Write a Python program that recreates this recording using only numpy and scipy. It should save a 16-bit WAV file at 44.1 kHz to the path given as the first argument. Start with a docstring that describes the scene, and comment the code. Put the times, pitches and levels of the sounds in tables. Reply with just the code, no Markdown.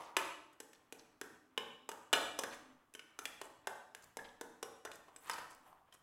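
"""A fork works soft vegetable mash in a hand-held steel bowl on the counter of a bare, live kitchen.
A faint rub leads into a hard knock on the wall, damped by mash and hand; the hardest comes at 2.1 s.
Lighter knocks follow, about four a second; the tines rub and squeak, the mash squelches and smacks.
Near 5.3 s come a quick cluster of knocks and a longer smear, at 5.9 s a last soft tap.
Throughout, the counter rumbles faintly and the room answers every knock."""
import sys
import numpy as np
from scipy import signal
from scipy.fft import rfft, irfft, next_fast_len
from scipy.io import wavfile
from scipy.ndimage import uniform_filter1d, minimum_filter1d

SR = 44100
rng = np.random.default_rng(int(sys.argv[2]) if len(sys.argv) > 2 else 0)


def output_pcm(signal):
    """Save a mono or channel-first signal as 16-bit PCM at the path in sys.argv[1].

    Samples are clipped to [-1, 1] before scaling.
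    """
    pcm = np.clip(np.atleast_2d(signal).T, -1, 1) * 32767
    wavfile.write(sys.argv[1], SR, np.round(pcm).astype(np.int16))


N = 265781
T = np.arange(N) / SR

# fork blows: start_s, strength_db, thud_db, edge_db, tick_db, bare_steel_db, chatter_s, hollow_hz,
# hollow_db, clink1_hz, clink1_db, clink2_hz, clink2_db (hollow and clinks relative to the clack)
KNOCKS = [(0.167,1.5,-4.5,0,-12.5,-4,0.0011,376,-17.5,1678,-9.5,3130,-34),
          (.602,-22,6.5,-0.5,0.5,-3,0.00054,447,-6.5,1580,-7,7900,-13),
          (0.732,-34.5,-4,-0.5,-7,-14,.002,483,-23,1800,-2.5,5800,-25),
          (0.9245,-21.5,8.5,6,4,-4,0.00055,455,-4.5,6470,-32,2450,-11.5),
          (1.2136,-15,-4.5,-7.5,-10.5,-8.5,0.0004,425,-6.5,1600,-14,1310,-25),
          (1.577,-6,3,4,-12,-1,0.00099,448,-8.5,2990,-9,3755,-12),
          (1.8904,-12.5,5.5,4,-0.5,-2.5,0.00085,433,-6,910,-2,1233,-3),
          (1.916,-21.5,-9,-1,-6,-7,0.0042,474,-23,1580,-2,1216,-1),
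          (2.129,4.5,-2,-1,-9,1,0.0032,439,-13.5,687,-14,3000,-15),
          (2.1362,-1,-4,3.5,-17.5,2,0.0025,410,-25,2996,-1,4150,-19),
          (2.3898,-8,13,2,2.5,-1.5,0.0021,445,-9.5,1090,-5,804,-19),
          (2.4361,-10.5,3,-4,-10,1,0.00069,467,-13.5,1590,-4.5,1080,-11),
          (2.9385,-33,-9,0.5,3,-6,0.00086,440,-11,2600,-5,10200,-4),
          (2.95,-22.5,2.5,-9,-3,2,0.0012,442,-8.5,3080,-1.5,2180,-7),
          (2.994,-23,-7.5,3,-10.5,1,0.0011,460,-18,2980,-3.5,2250,-4.5),
          (3.1898,-15.5,5,2,-3,-3,0.0017,433,-9,1340,-1,6200,-7),
          (3.2545,-12.5,-2,5.5,-5,-9.5,0.0017,457,-17,1764,-6,3330,-4.5),
          (3.4148,-16,4,-2,-6.5,-2,0.0032,410,-9.5,1066,-8,806,-25),
          (3.6713,-8,6,-1.5,-9,-5,0.004,396,-15,860,-11.5,2100,-13),
          (3.9489,-22,-2,-2.5,-6,-11,0.00028,452,-11,1610,-3,2980,-14),
          (4.17,-15.5,8.5,-5,-1,-4,0.00089,462,-4,934,-5.5,2160,-11),
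          (4.4116,-15.5,5.5,-4.5,-4,-1.5,0.00017,469,-2.5,920,-1,637,-10),
          (4.6285,-13,11.5,3.5,1,-3.5,0.0013,453,-2.5,1040,-6.5,5710,-10),
          (4.851,-16,10,-1,-2.5,2,0.002,436,-7.5,735,-12.5,1090,-22),
          (4.9159,-24,1,3,-8.5,-3,0.00085,487,-15,1320,-13,3770,-17),
          (5.162,-28,-3,-1,-4.5,-1,0.0013,462,-10,7700,-3.5,8140,-4),
          (5.2972,-6.5,-6.5,-8,-13.5,-4.5,0.00026,456,-17,915,-2,1294,-4),
          (5.313,-22,-14,2,12,7,.0025,453,-20,1738,-13,5090,1),
          (5.334,-20.5,-1,-3,2,3,0.002,450,-14,1410,-2,4600,-3),
          (5.384,-20.5,8,-0.5,-6.5,0,0.0037,488,-10,960,-10,1520,-9),
          (5.925,-33.5,1.5,-5,-6,2.5,0.0037,510,-30,3150,0.5,1570,-8)]
# modes of the damped bowl: pitch_hz, level_db, t60_s
BOWL_MODES = [(676,-9.5,.025), (884,-4.5,0.074), (1065,-6,0.053), (1302,-2.5,0.025), (1507,4,0.034),
              (1695,1,0.034), (1838,-3,0.047), (2156,-12.5,0.051), (2423,-6.5,0.041), (2873,-12,0.039),
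              (2914,-2,0.075), (3560,-7.5,0.065), (3560,-8.5,0.022), (4003,-9,0.052), (5084,-4.5,0.048),
              (5520,-6,0.018), (6080,-5.5,.05), (7160,-9,0.024), (7070,-13.5,0.036), (7870,-9,0.068),
              (9030,-5,0.017), (10100,-11.5,0.03), (10430,-5.5,0.021)]
# tines rubbing on steel: centre_s, half_length_s, level_db, resonance_hz
RUBS = [(.01, 0.028, -57, 1000), (0.084, 0.022, -66, 1190), (2.536, 0.007, -60, 1674),
        (4.854, 0.0025, -56, 1155), (5.089, 0.0066, -66, 950), (5.275, 0.024, -67, 1300),
        (5.321, 0.022, -66, 1100), (5.365, 0.058, -61, 1400), (5.671, 0.013, -72, 920),
        (5.73, 0.0043, -72, 950)]


def knocks(gain_db=-0.5, ring_db=1.0, hollow_t60_s=0.05, clink_t60_s=0.026):
    """Each blow: a clack, the bottom's hollow note and two wall clinks, tuned by spot and mash."""
    radiation = [(40, -36), (130, -15), (250, -8), (450, -11.5), (700, -10), (950, -11), (1700, -7),
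                 (3300, -2), (6000, 1), (11000, 1.5)]  # a small bowl radiates little bass: freq_hz, gain_db
    out = np.zeros(N)
    for (start_s, strength_db, thud_db, edge_db, tick_db, bare_steel_db, chatter_s,
         hollow_hz, hollow_db, clink1_hz, clink1_db, clink2_hz, clink2_db) in KNOCKS:
        blow = clack(thud_db, edge_db, tick_db, ring_db + bare_steel_db, chatter_s)
        hollow = undb(hollow_db) * note(hollow_hz, hollow_t60_s)
        clink1 = undb(clink1_db) * note(clink1_hz, clink_t60_s)
        clink2 = undb(clink2_db) * note(clink2_hz, clink_t60_s)
        add(out, start_s, undb(strength_db + gain_db) * unit(blow + hollow - clink1 + clink2))
    return colour(out, radiation)


def clack(thud_db, edge_db, tick_db, ring_db, chatter_s, base_t60_s=0.021, scatter_db=2.0, size=16384):
    """Noisy part of a blow, energy 1: the tines land and chatter, all bowl modes answer."""
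    dense_spectrum = [(30,-46), (100,-25.5), (190,-21), (270,-8), (400,-19), (540,1), (680,1), (950,1),
                      (1700,0), (2100,-2.5), (3500,-2), (4100,-7.5), (4550,-8), (6000,-4), (7800,-3),
                      (9200,-9.5), (10800,-5.5), (15500,-20.5)]  # dense, quickly damped modes of bowl and fork: freq_hz, gain_db
    t = T[:size]
    # uneven mash load splits each mode into a pair, differently at every blow
    hz, db, t60_s = np.repeat(BOWL_MODES, 2, axis=0).T
    scatter, load = rng.standard_normal((2, len(hz)))
    modes = np.cos(2 * np.pi * np.outer(hz * (1 + 0.012 * load), t)) * fade(t, t60_s[:, None])
    ring = (rng.choice([-1, 1], len(hz)) * undb(db + scatter_db * scatter)) @ modes
    dense_t60_s = base_t60_s * undb(0.35 * ring_db)  # more mash on the steel, shorter clack
    dense = flatten(rng.standard_normal(size) * fade(t, dense_t60_s), width_hz=230)
    response = unit(colour(dense, dense_spectrum)) + undb(ring_db) * unit(ring)
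    chatter = unit(rng.standard_normal(size) ** 3 * np.exp(-t / chatter_s))
    chatter = unit(colour(chatter, [(300, -17.5), (2000, 14.5)]))
    contact = flatten(signal.unit_impulse(size) + undb(-1) * chatter, width_hz=320)
    blow = signal.fftconvolve(contact, response)[:size]
    # mash under the tines thuds, bare steel ticks
    return unit(colour(blow, [(840, thud_db), (1610, 0), (2470, edge_db), (6070, tick_db)]))


def pings(split=0.01, t60_s=0.16):
    """Steel free of hand and mash rings longer, in close mode pairs that beat."""
    free_modes = [(1.577, 5170, -34), (2.1293, 5180, -22), (2.13, 4050, -16.5), (2.1293, 3490, -17.5),
                  (2.389, 6050, -29), (2.995, 5130, -47.5), (3.1894, 10450, -40), (4.6267, 5440, -36),
                  (4.855, 5840, -35), (5.2975, 3020, -29)]  # ringing after a blow: start_s, pitch_hz, level_db
    out = np.zeros(N)
    for start_s, hz, db in free_modes:
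        add(out, start_s, undb(db) * unit(note(hz, t60_s) + note(hz * (1 + split), t60_s)))
    return out


def rubs(slips_per_s=6000, broad_db=-18, steel_db=-12, q=1.77, gain_db=1.0):
    """Uneven tine slips drive the wall near one resonance and ring the bowl modes."""
    slip_hz_db = [(40, -36.5), (150, 1), (400, -9.5), (1600, -18.5), (3000, -4), (5000, 0.5),
                  (14000, 2.5)]
    slips = steady(grains(slips_per_s, spread_db=1.5), slip_hz_db)
    steel = np.zeros(N)
    for hz, db, t60_s in BOWL_MODES:
        mode_q = np.pi * hz * t60_s / np.log(1000)
        steel += undb(db) * t60_s * signal.lfilter(*signal.iirpeak(hz, mode_q, SR), slips)
    steel = unit_rms(steel)
    out = np.zeros(N)
    for centre_s, half_s, db, hz in RUBS:
        peak = signal.iirpeak(hz, q, SR)
        wall = unit_rms(signal.lfilter(*peak, signal.lfilter(*peak, slips)))
        friction = wall + undb(broad_db) * slips + undb(steel_db) * steel
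        out += undb(db + gain_db) * swell(centre_s, half_s) * friction
    return out


def squeaks(jitter=0.51, overtone_db=-22, grip_db=4):
    """A tine briefly sticks and slips almost regularly, with uneven grip."""
    glides = [(2.432, 0.023, 1603, 1656, -54.5), (4.186, 0.014, 1575, 1880, -51.5),
              (4.857, 0.0246, 1302, 1778, -52.5)]  # tine squeaks: start_s, length_s, start_hz, end_hz, level_db
    out = np.zeros(N)
    grip = undb(grip_db * wander(per_s=400))
    for start_s, length_s, start_hz, end_hz, db in glides:
        n = int(length_s * SR)
        hz = np.linspace(start_hz, end_hz, n) * (1 + jitter * rng.standard_normal(n))
        phase = 2 * np.pi * np.cumsum(hz) / SR
        tone = np.sin(phase) + undb(overtone_db) * np.sin(2 * phase)
        add(out, start_s, undb(db) * signal.windows.tukey(n, 0.5) * tone)
    return out * grip


def squelches(pops_per_s=1800, gain_db=-2.5, smear_db=-11, stir_db=-86, patchy_db=4):
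    """Mash crackles and smears under the fork, and faintly between presses."""
    presses = [(0.03, 0.016, -65.5, 5530), (0.535, 0.005, -73, 7600), (0.752, 0.0074, -71.5, 4540),
               (0.996, 0.0062, -62, 5600), (2.425, 0.031, -67, 7200), (2.519, 0.0079, -58, 3322),
               (2.541, 0.0092, -59.5, 7050), (3.255, 0.032, -63, 8980), (3.449, 0.012, -63.5, 8400),
               (4.035, 0.009, -65, 7140), (4.254, 0.0073, -60, 3270), (4.291, 0.0045, -66.5, 3380),
               (4.946, 0.016, -62.5, 7000), (5.314, 0.081, -64, 10300), (5.335, 0.023, -64, 6150),
               (5.517, 0.014, -63.5, 7100), (5.687, 0.032, -76.5, 11400), (5.939, 0.018, -76, 3360),
               (5.945, 0.0055, -63, 8800)]  # mash pressed and torn: centre_s, half_length_s, level_db, pop_hz
    smear_spectrum = [(300, 2.5), (1200, 17), (2300, 7.5), (3400, 7), (4600, -20.5), (7800, -21),
                      (12500, -22), (15500, -47)]  # smearing mash: freq_hz, gain_db
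    out = np.zeros(N)
    pressure = undb(stir_db + patchy_db * wander(per_s=30))
    for centre_s, half_s, db, hz in presses:
        n = int(6 * half_s * SR)
        burst = pops(n, hz, int(pops_per_s * n / SR)) * signal.windows.gaussian(n, half_s * SR)
        add(out, centre_s - n / SR / 2, undb(db + gain_db) * burst)
        pressure += undb(db + smear_db) * swell(centre_s, half_s)
    return out + pressure * steady(grains(per_s=8000, spread_db=2.5), smear_spectrum)


def pops(n, typical_hz, count, cycles=6, glide=0.046, spread_db=5, pitch_spread=0.23):
    """Tiny wet pockets burst within n samples, each a short rising ping; rms 1."""
    starts = rng.integers(0, n, (count, 1))
    pitch, level = rng.standard_normal((2, count, 1))
    hz = np.clip(typical_hz * np.exp(pitch_spread * pitch), 800, 14000)
    age = T[:256] * hz / cycles  # in decay times
    phase = 2 * np.pi * cycles * age * (1 + glide * (1 - np.exp(-age)))
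    pockets = undb(spread_db * level) * np.sqrt(hz) * np.exp(-age) * np.sin(phase)
    places = starts + np.arange(age.shape[1])
    return unit_rms(np.bincount(places.ravel(), pockets.ravel(), n)[:n])


def smacks(t60_s=0.012, size=2048):
    """Wet mash lets go of the steel with a short, bright tick."""
    releases = [(0.186, -34), (2.545, -37.5), (4.0255, -46), (4.0422, -36.5), (4.957, -37), (5.5111, -44),
                (5.549, -41)]  # mash pulling off: start_s, level_db
    tick_spectrum = [(300, -31), (2000, -12), (5000, -8), (7500, -1), (11000, -5.5), (15500, -5)]  # wet tick: freq_hz, gain_db
    out = np.zeros(N)
    for start_s, db in releases:
        burst = rng.standard_normal(size) * fade(T[:size], t60_s)
        add(out, start_s, undb(db) * unit(colour(burst, tick_spectrum)))
    return out


def kitchen(x, build_s=0.014, gap_s=0.0022):
    """Diffuse echo that builds after a short gap; the treble dies first."""
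    bands = [(130, 0.95, 12), (270, 0.9, 15), (400, 0.58, 10), (918, 0.58, 6.5), (1526, 0.55, 2.5),
             (2890, 0.58, -4), (7000, 0.52, -6), (14500, 0.39, -4.5)]  # room echo: freq_hz, t60_s, level_db (relative to the direct sound)
    t = T[:SR]
    hz, t60_s, db = np.transpose(bands)
    log_hz = np.log(np.maximum(np.fft.rfftfreq(SR, 1 / SR), 1))
    onset = 1 - np.exp(-np.maximum(t - gap_s, 0) / build_s)
    median_decay = fade(t, np.median(t60_s))
    # many walls and cupboards: no favoured note
    reflections = flatten(rng.standard_normal(SR) * onset * median_decay, width_hz=16)
    undamped = rfft(unit(reflections) / median_decay * np.linalg.norm(onset * median_decay))
    echo = np.zeros(SR)
    for band, band_t60_s, band_db in zip(np.eye(len(hz)), t60_s, db):
        tail = fade(t, band_t60_s) / np.linalg.norm(onset * fade(t, band_t60_s))
        echo += undb(band_db) * tail * irfft(undamped * np.interp(log_hz, np.log(hz), band), SR)
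    return signal.oaconvolve(x, echo)[:N]


def counter_rumble(knock_db=-66, db_per_db=0.69, attack_s=0.02, t60_s=0.71, rub_db=-19, hands_db=-88):
    """Knocks and rubs shake the counter; the hands keep up a faint rumble and shift the bowl."""
    shifts = [(1.34, 0.027, -76), (4.072, 0.045, -79)]  # bowl shifting on the counter: centre_s, half_length_s, level_db
    rumble_spectrum = [(25, -19), (60, 11.5), (110, 10.5), (180, 12), (400, -20.5), (1500, -66.5)]  # shaken counter: freq_hz, gain_db
    shake = (1 - np.exp(-T / attack_s)) * fade(T, t60_s)
    shake_power = np.zeros(N)
    for start_s, strength_db, *_ in KNOCKS:
        add(shake_power, start_s, (undb(knock_db + db_per_db * strength_db) * shake) ** 2)
    drag = sum(undb(db + rub_db) * swell(centre_s, half_s) for centre_s, half_s, db, _ in RUBS)
    hands = undb(hands_db + 4 * wander(per_s=48))
    hands += sum(undb(db) * swell(centre_s, half_s) for centre_s, half_s, db in shifts)
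    return np.sqrt(shake_power + drag ** 2 + hands ** 2) * steady(rng.standard_normal(N), rumble_spectrum)


def room_air(level_db=-82):
    """Faint, steady hiss of the room."""
    air_spectrum = [(30, -16.5), (200, -4.5), (1000, -5), (4000, -17), (15000, -19)]  # room noise: freq_hz, gain_db
    return undb(level_db) * steady(rng.standard_normal(N), air_spectrum)


def undb(db):
    return 10 ** (np.asarray(db) / 20)


def unit(x):
    """Scale to energy 1."""
    return x / np.sqrt(np.sum(x ** 2) + 1e-30)


def unit_rms(x):
    return unit(x) * np.sqrt(len(x))


def fade(t, t60_s):
    return np.exp(-np.log(1000) * t / t60_s)


def swell(centre_s, half_s):
    return np.exp(-0.5 * ((T - centre_s) / half_s) ** 2)


def add(out, start_s, x):
    i = max(int(start_s * SR), 0)
    out[i:i + len(x)] += x[:max(N - i, 0)]


def note(hz, t60_s, size=16384):
    """One struck mode, energy 1."""
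    return unit(np.sin(2 * np.pi * hz * T[:size]) * fade(T[:size], t60_s))


def grains(per_s, spread_db):
    """Random clicks of uneven size."""
    clicks = (rng.random(N) < per_s / SR) * rng.standard_normal(N)
    return clicks * undb(spread_db * rng.standard_normal(N))


def wander(per_s):
    """Random levels joined by ramps; spread near 1."""
    hold = int(SR / per_s)
    steps = np.repeat(rng.standard_normal(N // hold + 1), hold)
    return 1.2 * uniform_filter1d(steps, hold)[:N]


def colour(x, hz_db):
    """Minimum-phase filter through (freq_hz, gain_db) points."""
    n = 2 * next_fast_len(len(x))
    hz, db = np.transpose(hz_db)
    log_hz = np.log(np.maximum(np.fft.rfftfreq(n, 1 / SR), 1))
    cepstrum = irfft(np.log(undb(np.interp(log_hz, np.log(hz), db))))
    cepstrum[1:n // 2] *= 2
    cepstrum[n // 2 + 1:] = 0
    return irfft(rfft(x, n) * np.exp(rfft(cepstrum)))[:len(x)]


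def steady(x, hz_db):
    return unit_rms(colour(x, hz_db))


def flatten(x, width_hz):
    """Level spectral peaks and holes wider than width_hz."""
    power = uniform_filter1d(np.abs(rfft(x)) ** 2, max(int(width_hz * len(x) / SR), 1))
    hz = np.fft.rfftfreq(len(x), 1 / SR)
    return colour(x, np.column_stack([hz, -10 * np.log10(np.abs(power) + 1e-12)])[1:])


def scene():
    bowl = knocks() + pings() + rubs() + squeaks() + squelches() + smacks()
    air = room_air()
    return (bowl + kitchen(bowl) + counter_rumble() + air)[None]


def record(dry, ceiling_db=-16, window=128, top_hz=15900):
    """Limiter on the hardest knocks, then a steep low-pass."""
    gain = np.minimum(1, undb(ceiling_db) / (np.abs(dry) + 1e-12))
    gain = uniform_filter1d(minimum_filter1d(gain, window), window)
    return signal.sosfilt(signal.ellip(8, 0.2, 70, top_hz, fs=SR, output="sos"), dry * gain)


dry = scene()
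out = record(dry)
output_pcm(out)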